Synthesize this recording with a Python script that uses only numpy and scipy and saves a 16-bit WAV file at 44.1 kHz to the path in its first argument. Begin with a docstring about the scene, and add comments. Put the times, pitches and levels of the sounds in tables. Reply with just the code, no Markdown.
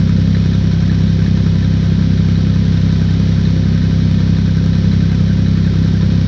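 """A three-cylinder tractor diesel runs close by at a steady fast idle, outdoors among stacked logs.
From the start its fan hums and hisses, and each firing booms through the silencer, echoes off ground
and logs and shakes the sheet metal, while combustion and valve gear rattle the block. Early in each
cycle a loose cover taps; late in it one cylinder knocks harder than the rest. Up to 5 s a few knocks
stand out. Throughout, a small narrow-band microphone rounds the loudest peaks."""
import sys
import numpy as np
from scipy import signal
from scipy.fft import rfft, irfft
from scipy.io import wavfile
from scipy.ndimage import uniform_filter1d

SR = 44100
rng = np.random.default_rng(int(sys.argv[2]) if len(sys.argv) > 2 else 0)


def inscribe(sig):
    """Save sig as 16-bit PCM at rate SR to the path in sys.argv[1].

    A 1-D sig is mono; a 2-D sig holds one channel per row.
    Samples are clipped to [-1, 1] before scaling.
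    """
    pcm = np.round(np.clip(np.atleast_2d(sig).T, -1, 1) * 32767)
    wavfile.write(sys.argv[1], SR, pcm.astype(np.int16))


N = 276507
FIRING_HZ = 32.848
CYCLE_S = 3 / FIRING_HZ  # each cylinder fires once a cycle


def undb(db):
    """Amplitude ratio of a level in decibels."""
    return 10 ** (np.asarray(db) / 20)


def level(x, db):
    """Scaling to an rms level in decibels."""
    return x * undb(db) / np.sqrt(np.mean(x ** 2))


def colour(x, spectrum):
    """Minimum-phase filter: folding the cepstrum gives a causal response with this spectrum."""
    size = 16384
    hz, db = np.transpose(spectrum)
    grid = np.maximum(np.fft.rfftfreq(size, 1 / SR), 1)
    gain = undb(np.interp(np.log(grid), np.log(hz), db))
    cepstrum = irfft(np.log(gain))
    cepstrum[1:size // 2] *= 2
    cepstrum[size // 2 + 1:] = 0
    response = irfft(np.exp(rfft(cepstrum)))
    return signal.fftconvolve(x, response)[:len(x)]


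def resonate(x, hz, width):
    """A single resonance with unit gain at its centre."""
    return signal.lfilter(*signal.iirpeak(hz, hz / width, fs=SR), x)


def section(x, hz, width, kind):
    """A damped oscillator as a second-order low-pass or high-pass."""
    g, k = np.tan(np.pi * hz / SR), width / hz
    numerator = [g * g, 2 * g * g, g * g] if kind == "low" else [1, -2, 1]
    return signal.lfilter(numerator, [1 + k * g + g * g, 2 * (g * g - 1), 1 - k * g + g * g], x)


def walk(rate_hz):
    """Slow random fluctuation: held values, smoothed twice, with a spread near 1."""
    hold = int(SR / rate_hz)
    steps = np.repeat(rng.standard_normal(N // hold + 1), hold)
    return 1.3 * uniform_filter1d(uniform_filter1d(steps, hold), hold)[:N]


def fade(t60):
    """Exponential decay by 60 dB in t60 seconds."""
    return undb(-60 * np.linspace(0, 1, int(t60 * SR)))


def each_cycle(start_s, scatter_db, jitter_s):
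    """Quasi-periodic excitation: one impulse a cycle, scattered in time and strength."""
    times = start_s + CYCLE_S * np.arange(int(N / SR / CYCLE_S) + 1)
    timing, force = np.clip(rng.standard_normal((len(times), 2)), -2, 2).T
    samples = np.abs((times + jitter_s * timing) * SR).astype(int)
    return np.bincount(samples, undb(scatter_db * force), N)[:N]


def drive(blows, response):
    """Superposition of one response per blow, with the engine already four cycles under way."""
    lead = int(4 * CYCLE_S * SR)
    running = np.concatenate([blows[:lead], blows])
    return signal.fftconvolve(running, response)[lead:lead + N]


def rattle(blows, t60, repeat):
    """Dense modes ring as decaying noise; the share `repeat` of the power rings alike at each blow."""
    decay = fade(t60)
    same = drive(blows, decay * rng.standard_normal(len(decay)))
    fresh = drive(blows, decay) * rng.standard_normal(N)
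    return np.sqrt(repeat) * same + np.sqrt(1 - repeat) * fresh


def cluster(hz, width, t60):
    """Interference of close modes after a blow: a quick swell, then a beating decay."""
    envelope = fade(t60) - fade(t60) ** 20
    modes = resonate(resonate(rng.standard_normal(SR // 2), hz, width), hz, width)
    ring = modes[-len(envelope):] * envelope
    return ring * np.sqrt(np.mean(envelope ** 2) / np.mean(ring ** 2))


def fan(blade_hz=130.05):
    """Harmonics of the blade-passing frequency waver with the belt, over broadband air noise."""
    # blade tones: harmonic number, rms level/dB
    harmonics = [(1, -54.5), (2, -31.5), (3, -49.5), (4, -44.5)]
    # spectrum of the rushing air: f/Hz, relative level/dB
    air_spectrum = [(350, -25.5), (600, 1), (781, -4), (984, -2), (1090, -2.5), (1450, -5), (1560, -1),
                    (2500, -3.5), (2730, -7), (2990, -0.5), (4110, -0.5), (4640, -3.5), (5710, -6),
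                    (7350, -29), (8300, -41.5), (10800, -72.5), (18300, -120)]
    belt_time = np.arange(N) / SR + .0001 * walk(0.97)
    phase = 2 * np.pi * blade_hz * belt_time
    tones = sum(undb(db + walk(8.7)) * np.sqrt(2) * np.sin(k * phase) for k, db in harmonics)
    rush = colour(rng.standard_normal(N), air_spectrum) * undb(0.43 * walk(4.2))
    return tones + level(rush, -37.0)


def cover_taps():
    """Impact excitation: a loose cover taps early in each cycle, now faintly, now clearly."""
    taps = each_cycle(.0118, scatter_db=3.5, jitter_s=0.00033)
    return level(drive(taps, cluster(hz=1547, width=150, t60=.11)), -49)


def hard_knocks(first_s=.0728, scatter_db=3):
    """Free vibration of the block after one cylinder's knock, stronger every second cycle."""
    # low and high mode groups: f/Hz, width/Hz, t60/s, level/dB, drop on weak cycles/dB
    mode_groups = [(1757, 230, .075, -36.5, 4), (4015, 230, .095, -38, 10.5)]
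    # knocks that stand out: t/s, low group boost/dB, high group boost/dB
    accents = [(0.3464, 9.5, 7), (0.8954, 9, 2), (1.2615, 7, 4), (2.3552, 0, 6), (3.4527, 3, 7.5),
               (4.913, 0, 5)]
    times = np.arange(first_s, N / SR, CYCLE_S)
    weak = np.arange(len(times)) % 2 == 0
    force_db = scatter_db * np.clip(rng.standard_normal((len(times), len(mode_groups))), -2, 1)
    for t, low_db, high_db in accents:
        cycle = np.argmin(np.abs(times - t))
        times[cycle], force_db[cycle] = t, (low_db, high_db)
    knocks = np.zeros(N + SR)
    for (hz, width, t60, db, drop_db), group_db in zip(mode_groups, force_db.T):
        for t, gain in zip(times, undb(db + group_db - drop_db * weak)):
            ring = gain * cluster(hz, width, t60)
            start = int(t * SR)
            knocks[start:start + len(ring)] += ring
    return knocks[:N]


def clatter():
    """Structure-borne sound: combustion and valve gear strike the block, and its covers resonate."""
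    # knocks and valve ticks within a cycle: t/s, relative level/dB, t60/s
    impacts = [(.002, 3.5, 0.03), (0.0127, -4, 0.14), (.031, -1.5, 0.094), (0.0439, -13, 0.048),
               (.055, -3.5, 0.097), (.0730, -2.5, 0.096), (.085, -5, 0.067)]
    # modes of covers and castings: f/Hz, width/Hz, relative level/dB
    cover_modes = [(721.5, 24, 3), (997, 38, 2.5), (1281, 130, -2), (1355, 35, 2), (1537, 23, 5.5),
                   (1779, 38, 0), (2496, 24, 1.5), (2900, 50, -5.5), (3270, 18, 0), (3693, 94, -0.5),
                   (4000, 25, 1), (4380, 9.2, 0.5), (5500, 55, -2.5)]
    # spectrum of the block: f/Hz, relative level/dB
    block_spectrum = [(300, -14), (700, -6.5), (1100, -8.5), (1600, 4), (1900, 0), (2300, 1.5),
                      (2720, -11.5), (3000, -11), (3900, -4), (4600, -4.5), (5700, -5), (6500, -17.5),
                      (7500, -24.5), (8400, -48)]
    vibration = np.zeros(N)
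    for t, db, t60 in impacts:
        blows = each_cycle(t, scatter_db=1.5, jitter_s=.0003)
        vibration += undb(db) * rattle(blows, t60, repeat=0.24)
    covers = sum(undb(db) * resonate(vibration, hz, width) for hz, width, db in cover_modes)
    for _ in range(2):
        covers = section(covers, hz=5600, width=5600, kind="low")
    return level(colour(vibration, block_spectrum), -43.0) + level(covers, -41.5)


def panels(strokes):
    """Forced vibration: uneven cylinders rock the frame once a cycle; each buzzes the sheet metal."""
    # modes of frame and bonnet: f/Hz, width/Hz, relative level/dB
    frame_modes = [(85.8, 0.76, 1), (106.84, 1.42, 16.5), (143.9, 1.7, -1), (236, 6.7, -16.5),
                   (296.3, 18, -5.5), (324.4, 21, -4.5), (386.6, 18, -9.5), (437, 16, -12)]
    # spectrum of the sheet metal: f/Hz, relative level/dB
    metal_spectrum = [(70, -31.5), (150, -7), (270, 1), (390, 11), (520, -9), (700, -17), (1500, -40.5),
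                      (4000, -64)]
    jolt = signal.unit_impulse(SR // 2)
    for _ in range(3):  # rubber mounts soften the jolt
        jolt = section(jolt, hz=495, width=640, kind="low")
    shudder = sum(undb(db) * resonate(jolt, hz, width) for hz, width, db in frame_modes)
    frame = drive(each_cycle(0.00048, scatter_db=1.0, jitter_s=.00008), shudder)
    buzz = sum(rattle(cylinder, t60=0.2, repeat=0.74) for cylinder in strokes)
    return level(frame, -28.5) + level(colour(buzz, metal_spectrum), -36.5)


def exhaust(firings, mouth_hz=78):
    """Pressure pulses excite the silencer's resonances and reflect nearby; turbulence follows each."""
    # resonances of chamber and tailpipe: f/Hz, width/Hz
    silencer_modes = [(86.2, 44), (150, 34)]
    # reflections from the ground and the log pile: delay/s, amplitude ratio
    echoes = [(.00407, .76), (.0253, .45)]
    # spectrum of the turbulent gas: f/Hz, relative level/dB
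    gas_spectrum = [(20, -37.5), (55, -19), (95, 2), (140, -1), (200, 9.5), (250, -3), (310, -11.5),
                    (420, -13.5), (520, -12.5), (650, -24), (1200, -32), (4000, -66.5)]
    puff = -signal.unit_impulse(SR // 2)
    for hz, width in silencer_modes:
        puff = section(puff, hz, width, "low")
    for _ in range(2):  # a narrow pipe mouth radiates little deep bass
        puff = section(puff, mouth_hz, np.sqrt(2) * mouth_hz, "high")
    reflections = sum(gain * np.roll(puff, int(delay * SR)) for delay, gain in echoes)
    boom = drive(firings, puff + reflections)
    turbulence = drive(firings, fade(t60=0.64)) * rng.standard_normal(N)
    return level(boom, -11.5) + level(colour(turbulence, gas_spectrum), -23.5)


def scene():
    """Superposition of all the engine's sources at one listening point."""
    # exhaust strokes within a cycle: t/s, relative level/dB
    stroke_timing = [(0.00205, -1.54), (0.0325, -1.56), (0.0628, -1.5)]
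    strokes = [undb(db) * each_cycle(t, scatter_db=0.26, jitter_s=.00008) for t, db in stroke_timing]
    engine = exhaust(sum(strokes)) + panels(strokes) + clatter() + hard_knocks() + cover_taps() + fan()
    return engine[None]


def record(dry, ceiling=0.79, hardness=6, top_hz=8400):
    """Soft saturation in the microphone rounds the peaks; band limiting cuts infrasound and top treble."""
    rounded = dry / (1 + np.abs(dry / ceiling) ** hardness) ** (1 / hardness)
    rounded = section(rounded, hz=8, width=11, kind="high")
    low_pass = signal.ellip(8, .2, 70, top_hz, fs=SR, output="sos")
    return signal.sosfilt(low_pass, rounded)


dry = scene()
out = record(dry)
inscribe(out)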